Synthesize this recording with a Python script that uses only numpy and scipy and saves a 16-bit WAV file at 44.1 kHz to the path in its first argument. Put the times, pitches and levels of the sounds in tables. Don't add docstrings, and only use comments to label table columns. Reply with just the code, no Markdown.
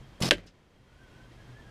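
import sys
import numpy as np
from scipy import signal
from scipy.fft import rfft, irfft
from scipy.io import wavfile
from scipy.ndimage import uniform_filter1d, minimum_filter1d

SR = 44100
rng = np.random.default_rng(int(sys.argv[2]) if len(sys.argv) > 2 else 0)


def master_out(mix):
    frames = np.transpose(np.atleast_2d(mix))
    ceiling = np.clip(frames, -1, 1)
    pcm = np.round(ceiling * 32767).astype(np.int16)
    wavfile.write(sys.argv[1], SR, pcm)


N = 74970
T = np.arange(N) / SR
HZ = np.maximum(np.arange(N // 2 + 1) * SR / N, 1)
LOOSE_S, BRACE_S, HIT_S = .2025, .2135, .3096


def undb(db):
    return 10 ** (np.asarray(db) / 20)


def colour(points):
    hz, db = np.array(points, float).T
    return undb(np.interp(np.log(HZ), np.log(hz), db))


def band(hz, width_hz):
    return 1 / (1 + 1j * (HZ / hz - hz / HZ) * hz / width_hz)


def noise(gain):
    x = irfft(rfft(rng.standard_normal(N)) * gain, N)
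    return x / x.std()


def walk(rate_hz):
    return noise(1 / (1 + (HZ / rate_hz) ** 4))


def click(start_s, response):
    delay = np.exp(-2j * np.pi * HZ * start_s)
    x = irfft(response * delay, N)
    return x / np.abs(x).max()


def burst(start_s, rise_s, t60_s):
    age_s = np.maximum(T - start_s, 0)
    attack = np.minimum(age_s / rise_s, 1)
    return attack * np.exp(-np.log(1000) * age_s / t60_s)


def ring(start_s, hz, db, t60_s, rise_s):
    return undb(db) * burst(start_s, rise_s, t60_s) * np.sin(2 * np.pi * hz * (T - start_s))


def arrow_hit():
    # lag after landing in s, peak in dB, centre in Hz, width in Hz.
    contacts = [(0, 20.5, 2970, 1703), (.0002, -0.5, 500, 593), (.0008, 8.5, 1700, 380),
                (.0018, 4, 3220, 1603), (.0023, 11, 6000, 5000)]
    # frequency in Hz, level in dB, t60 in s.
    board_modes = [(42.24, -20.5, 0.3), (98.6, -25, 0.4), (176.6, -28, .33), (272, -7.5, 0.095),
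                   (319.7, -3, 0.089), (367.5, -9.5, .11), (419, -8, 0.079), (579, -4, 0.092),
                   (614.7, -12.5, 0.09), (1580, -6.5, .09), (1672, -7.5, .085), (1868, -16, .07),
                   (2220, -11.5, 0.033), (2580, -10.5, .065), (2715, -5.5, 0.05), (2898, -11, .07),
                   (3110, -13, 0.12)]
    # frequency in Hz, level in dB.
    shaft_spectrum = [(100, -22.5), (350, 6), (600, 6.5), (900, -9.5), (1300, -6), (2000, -0.5), (3400, 1),
                      (4500, -11), (9000, -27.5)]
    # frequency in Hz, level in dB.
    clatter_spectrum = [(80, -6), (300, 2), (600, 1), (850, -6), (1300, -10.5), (1650, 0), (3300, -2),
                        (4500, -11.5), (7000, -18.5), (11000, -24.5), (13000, -37), (15000, -41.5)]
    # start in s, level in dB, centre in Hz.
    rattle_hits = [(.3268, -15, 2910), (0.3327, -23, 2600), (0.349, -33, 3200), (0.372, -41, 5720),
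                   (0.382, -27, 1940)]
    shaft_lag_s, shaft_db = .0086, 5.5
    board_lag_s = .007
    clatter_db, clatter_t60_s, clatter_rough_db = 0.5, 0.096, 2

    soften = 1 / (1 + 1j * HZ / 9000)
    crack = sum(undb(db) * click(HIT_S + lag_s, band(hz, width_hz) ** 2 * soften)
                for lag_s, db, hz, width_hz in contacts)

    dispersion = np.exp(-4j * np.pi * shaft_lag_s * np.sqrt(1000 * HZ))
    shaft = undb(shaft_db) * click(HIT_S, colour(shaft_spectrum) * dispersion)
    board = sum(ring(HIT_S + board_lag_s * np.sqrt(500 / hz), hz, db, t60_s, rise_s=0.0013)
                for hz, db, t60_s in board_modes)

    clatter = undb(clatter_db) * burst(HIT_S, 0.003, clatter_t60_s) * noise(colour(clatter_spectrum))
    clatter = clatter * undb(clatter_rough_db * walk(300))
    rattles = sum(undb(db) * burst(start_s, rise_s=.0005, t60_s=0.015) * noise(band(hz, hz) ** 2)
                  for start_s, db, hz in rattle_hits)
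    return crack + shaft + board + clatter + rattles


def bow():
    # frequency in Hz, level in dB, t60 in s before hand damping.
    string_modes = [(43.87, -47, .5), (92.6, -38.5, .5), (131.2, -28.5, 0.71), (176.1, -28.5, 0.84),
                    (218.6, -30.5, 0.51), (269.8, -38.5, 0.46), (344.3, -35.5, 0.8), (537.6, -44.5, 0.54)]
    # frequency in Hz, level in dB, t60 in s before hand damping.
    fitting_modes = [(1141, -43.5, 0.51), (2050, -41.5, .35), (2520, -42, 0.44), (3820, -42, 0.3),
                     (4420, -38.5, .3), (5260, -41.5, 0.66), (10200, -48.5, 0.66), (11200, -56.5, 0.48)]
    # frequency in Hz, level in dB.
    buzz_spectrum = [(60, -11), (200, 6), (600, 1), (1000, -6.5), (2500, -10), (4000, -7.5), (5300, -4.5),
                     (6500, -14), (10500, -19), (12500, -24.5), (15000, -30.5)]
    # frequency in Hz, level in dB.
    swish_spectrum = [(100, -17), (600, -1.5), (1200, -5.5), (5000, -8), (10500, -11.5), (15000, -23.5)]
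    # start in s, level in dB, centre in Hz, t60 in s.
    clack_hits = [(.2222, -25, 3168, 0.059), (0.222, -25.5, 6506, 0.013), (0.2538, -32.5, 5300, 0.036)]
    slip_hz, slip_db, swish_db = 567, -35.5, -42
    buzz_db, buzz_rise_s, buzz_t60_s = -29.5, 0.019, 0.95
    buzz_pulsing, buzz_rough_db = 0.16, 2
    settle_s = .3
    string_settle_t60_s, rattle_settle_t60_s = 1.4, 0.24

    slip = ring(LOOSE_S, slip_hz, slip_db, t60_s=0.052, rise_s=0.0004)
    swish = undb(swish_db) * burst(LOOSE_S, rise_s=0.0039, t60_s=0.26) * noise(colour(swish_spectrum))
    twang = sum(ring(BRACE_S, hz, db, t60_s, rise_s=0.0009) for hz, db, t60_s in string_modes)
    metal = sum(ring(BRACE_S, hz, db, t60_s, rise_s=0.0057) * (1 + .4 * walk(60))
                for hz, db, t60_s in fitting_modes)

    pulse_hz = string_modes[1][0]
    pulsing = 1 + buzz_pulsing * np.cos(2 * np.pi * pulse_hz * (T - BRACE_S))
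    roughness = undb(buzz_rough_db * walk(400))
    buzz = undb(buzz_db) * burst(BRACE_S, buzz_rise_s, buzz_t60_s) * noise(colour(buzz_spectrum))
    buzz = buzz * pulsing * roughness
    clacks = sum(undb(db) * burst(start_s, 0.00098, t60_s) * noise(band(hz, width_hz=3200) ** 2)
                 for start_s, db, hz, t60_s in clack_hits)

    damped_s = np.maximum(T - settle_s, 0)
    string_damping = np.exp(-np.log(1000) * damped_s / string_settle_t60_s)
    rattle_damping = np.exp(-np.log(1000) * damped_s / rattle_settle_t60_s)
    return slip + swish + twang * string_damping + (metal + buzz) * rattle_damping + clacks


def garden():
    # frequency in Hz, level in dB.
    tail_spectrum = [(60, 5.5), (200, 10), (600, 4.5), (1000, -8.5), (2000, -3), (4000, -12.5),
                     (8000, -24.5), (15000, -39)]
    # frequency in Hz, level in dB.
    echo_spectrum = [(300, -33), (1500, -9), (3000, -4.5), (5200, -2.5), (7500, -15), (11000, -28),
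                     (15000, -35)]
    tail_db, tail_t60_s = -22, 0.39
    echo_lag_s, echo_db, echo_rise_s, echo_t60_s = .1555, -38.5, 0.0086, 0.11
    click_db, click_hz = -47.5, 6500

    tail = undb(tail_db) * burst(HIT_S, 0.015, tail_t60_s) * noise(colour(tail_spectrum))
    tail = tail * undb(1.5 * walk(50))
    back_s = HIT_S + echo_lag_s
    front = undb(click_db) * burst(back_s, rise_s=0.00058, t60_s=0.018)
    front = front * noise(band(click_hz, width_hz=5400) ** 2)
    echo = undb(echo_db) * burst(back_s, echo_rise_s, echo_t60_s) * noise(colour(echo_spectrum))
    return tail + front + echo


def bird():
    # start in s, length in s, start, middle and end pitch in Hz, level in dB.
    notes = [(.86, 0.17, 1432, 1470, 1478, -68), (0.977, 0.12, 1550, 1545, 1427, -64),
             (1.101, 0.192, 1436, 1523, 1535, -67), (1.365, 0.077, 1600, 1665, 1620, -65.5),
             (1.46, 0.068, 1570, 1570, 1580, -69.5), (1.519, .13, 1597, 1745, 1687, -62.5),
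             (1.634, 0.11, 1640, 1637, 1680, -62.5)]
    out = np.zeros(N)
    for start_s, length_s, first_hz, middle_hz, last_hz, db in notes:
        u = np.clip((T - start_s) / length_s, 0, 1)
        glide = np.polyfit([0, .5, 1], [first_hz, middle_hz, last_hz], 2)
        hz = np.polyval(glide, u) * (1 + 0.0088 * walk(64.3))
        arch = np.sqrt(2 * np.abs(np.sin(np.pi * u)))
        out += undb(db + 3.2 * walk(50)) * arch * np.sin(2 * np.pi * np.cumsum(hz) / SR)
    return out


def background():
    # frequency in Hz, level in dB.
    air_spectrum = [(25, -10), (40, -3.5), (86, -8), (125, -7.5), (186, -12), (264, -12), (673, -19.5),
                    (1000, -23), (1300, -24.5), (1630, -24), (3200, -29), (6000, -37), (10000, -45),
                    (15000, -53.5)]
    # time in s, level in dB.
    rumble_levels = [(0, -51), (.06, -57), (.18, -62.5), (.85, -66.5), (.97, -57), (1.1, -71.5),
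                     (1.56, -72), (1.62, -52), (1.7, -57.5)]
    # time in s, pitch in Hz, level in dB.
    drone_track = [(0, 131.5, -58.5), (.11, 133.6, -59.5), (.18, 126.5, -67), (1.15, 121, -68.5),
                   (1.27, 122.1, -54), (1.462, 119.9, -58), (1.535, 121.5, -46.5), (1.6, 117.7, -65.5),
                   (1.68, 116.1, -55.5)]
    # centre in Hz, level in dB.
    whine_bands = [(1015, -73.5), (1895, -78.5), (3215, -74.5)]
    air_db, rumble_hz = -54, 57

    air = undb(air_db + .5 * walk(10)) * noise(colour(air_spectrum))
    rumble_db = np.interp(T, *np.array(rumble_levels).T)
    rumble = undb(rumble_db) * noise(band(rumble_hz, width_hz=85) ** 2)

    time_s, pitch_hz, level_db = np.array(drone_track).T
    drone_hz = np.interp(T, time_s, pitch_hz) * (1 + .015 * walk(25))
    drone_db = np.interp(T, time_s, level_db) + 1.5 * walk(20)
    phase = 2 * np.pi * np.cumsum(drone_hz) / SR
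    drone = undb(drone_db) * np.sqrt(2) * np.sin(phase)
    whines = sum(undb(db) * noise(band(hz, width_hz=76) ** 2) for hz, db in whine_bands)
    return air + rumble + drone + whines


def scene():
    return (arrow_hit() + bow() + garden() + bird() + background())[None]


def recover(cut_db, db_per_s):
    return np.maximum.accumulate(cut_db + db_per_s * T) - db_per_s * T


def record(dry):
    lookahead_s, fast_db_per_s = .0165, 49
    slow_share, slow_hold_s, slow_db_per_s = 0.37, 0.42, 17.5
    top_hz = 15200

    over_db = 20 * np.log10(np.maximum(np.abs(dry[0]), 1))
    ahead, hold = int(lookahead_s * SR), int(slow_hold_s * SR)
    cut_db = -minimum_filter1d(-over_db, ahead, origin=-(ahead // 2), mode="constant")
    held_db = -minimum_filter1d(-cut_db, hold, origin=(hold - 1) // 2, mode="constant")
    fast_db = recover(cut_db, fast_db_per_s)
    slow_db = recover(slow_share * held_db, slow_db_per_s)
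    gain = uniform_filter1d(undb(-np.maximum(fast_db, slow_db)), size=90)
    low_pass = signal.ellip(8, .2, 70, top_hz, fs=SR, output="sos")
    return signal.sosfilt(low_pass, dry * gain)


dry = scene()
out = record(dry)
master_out(out)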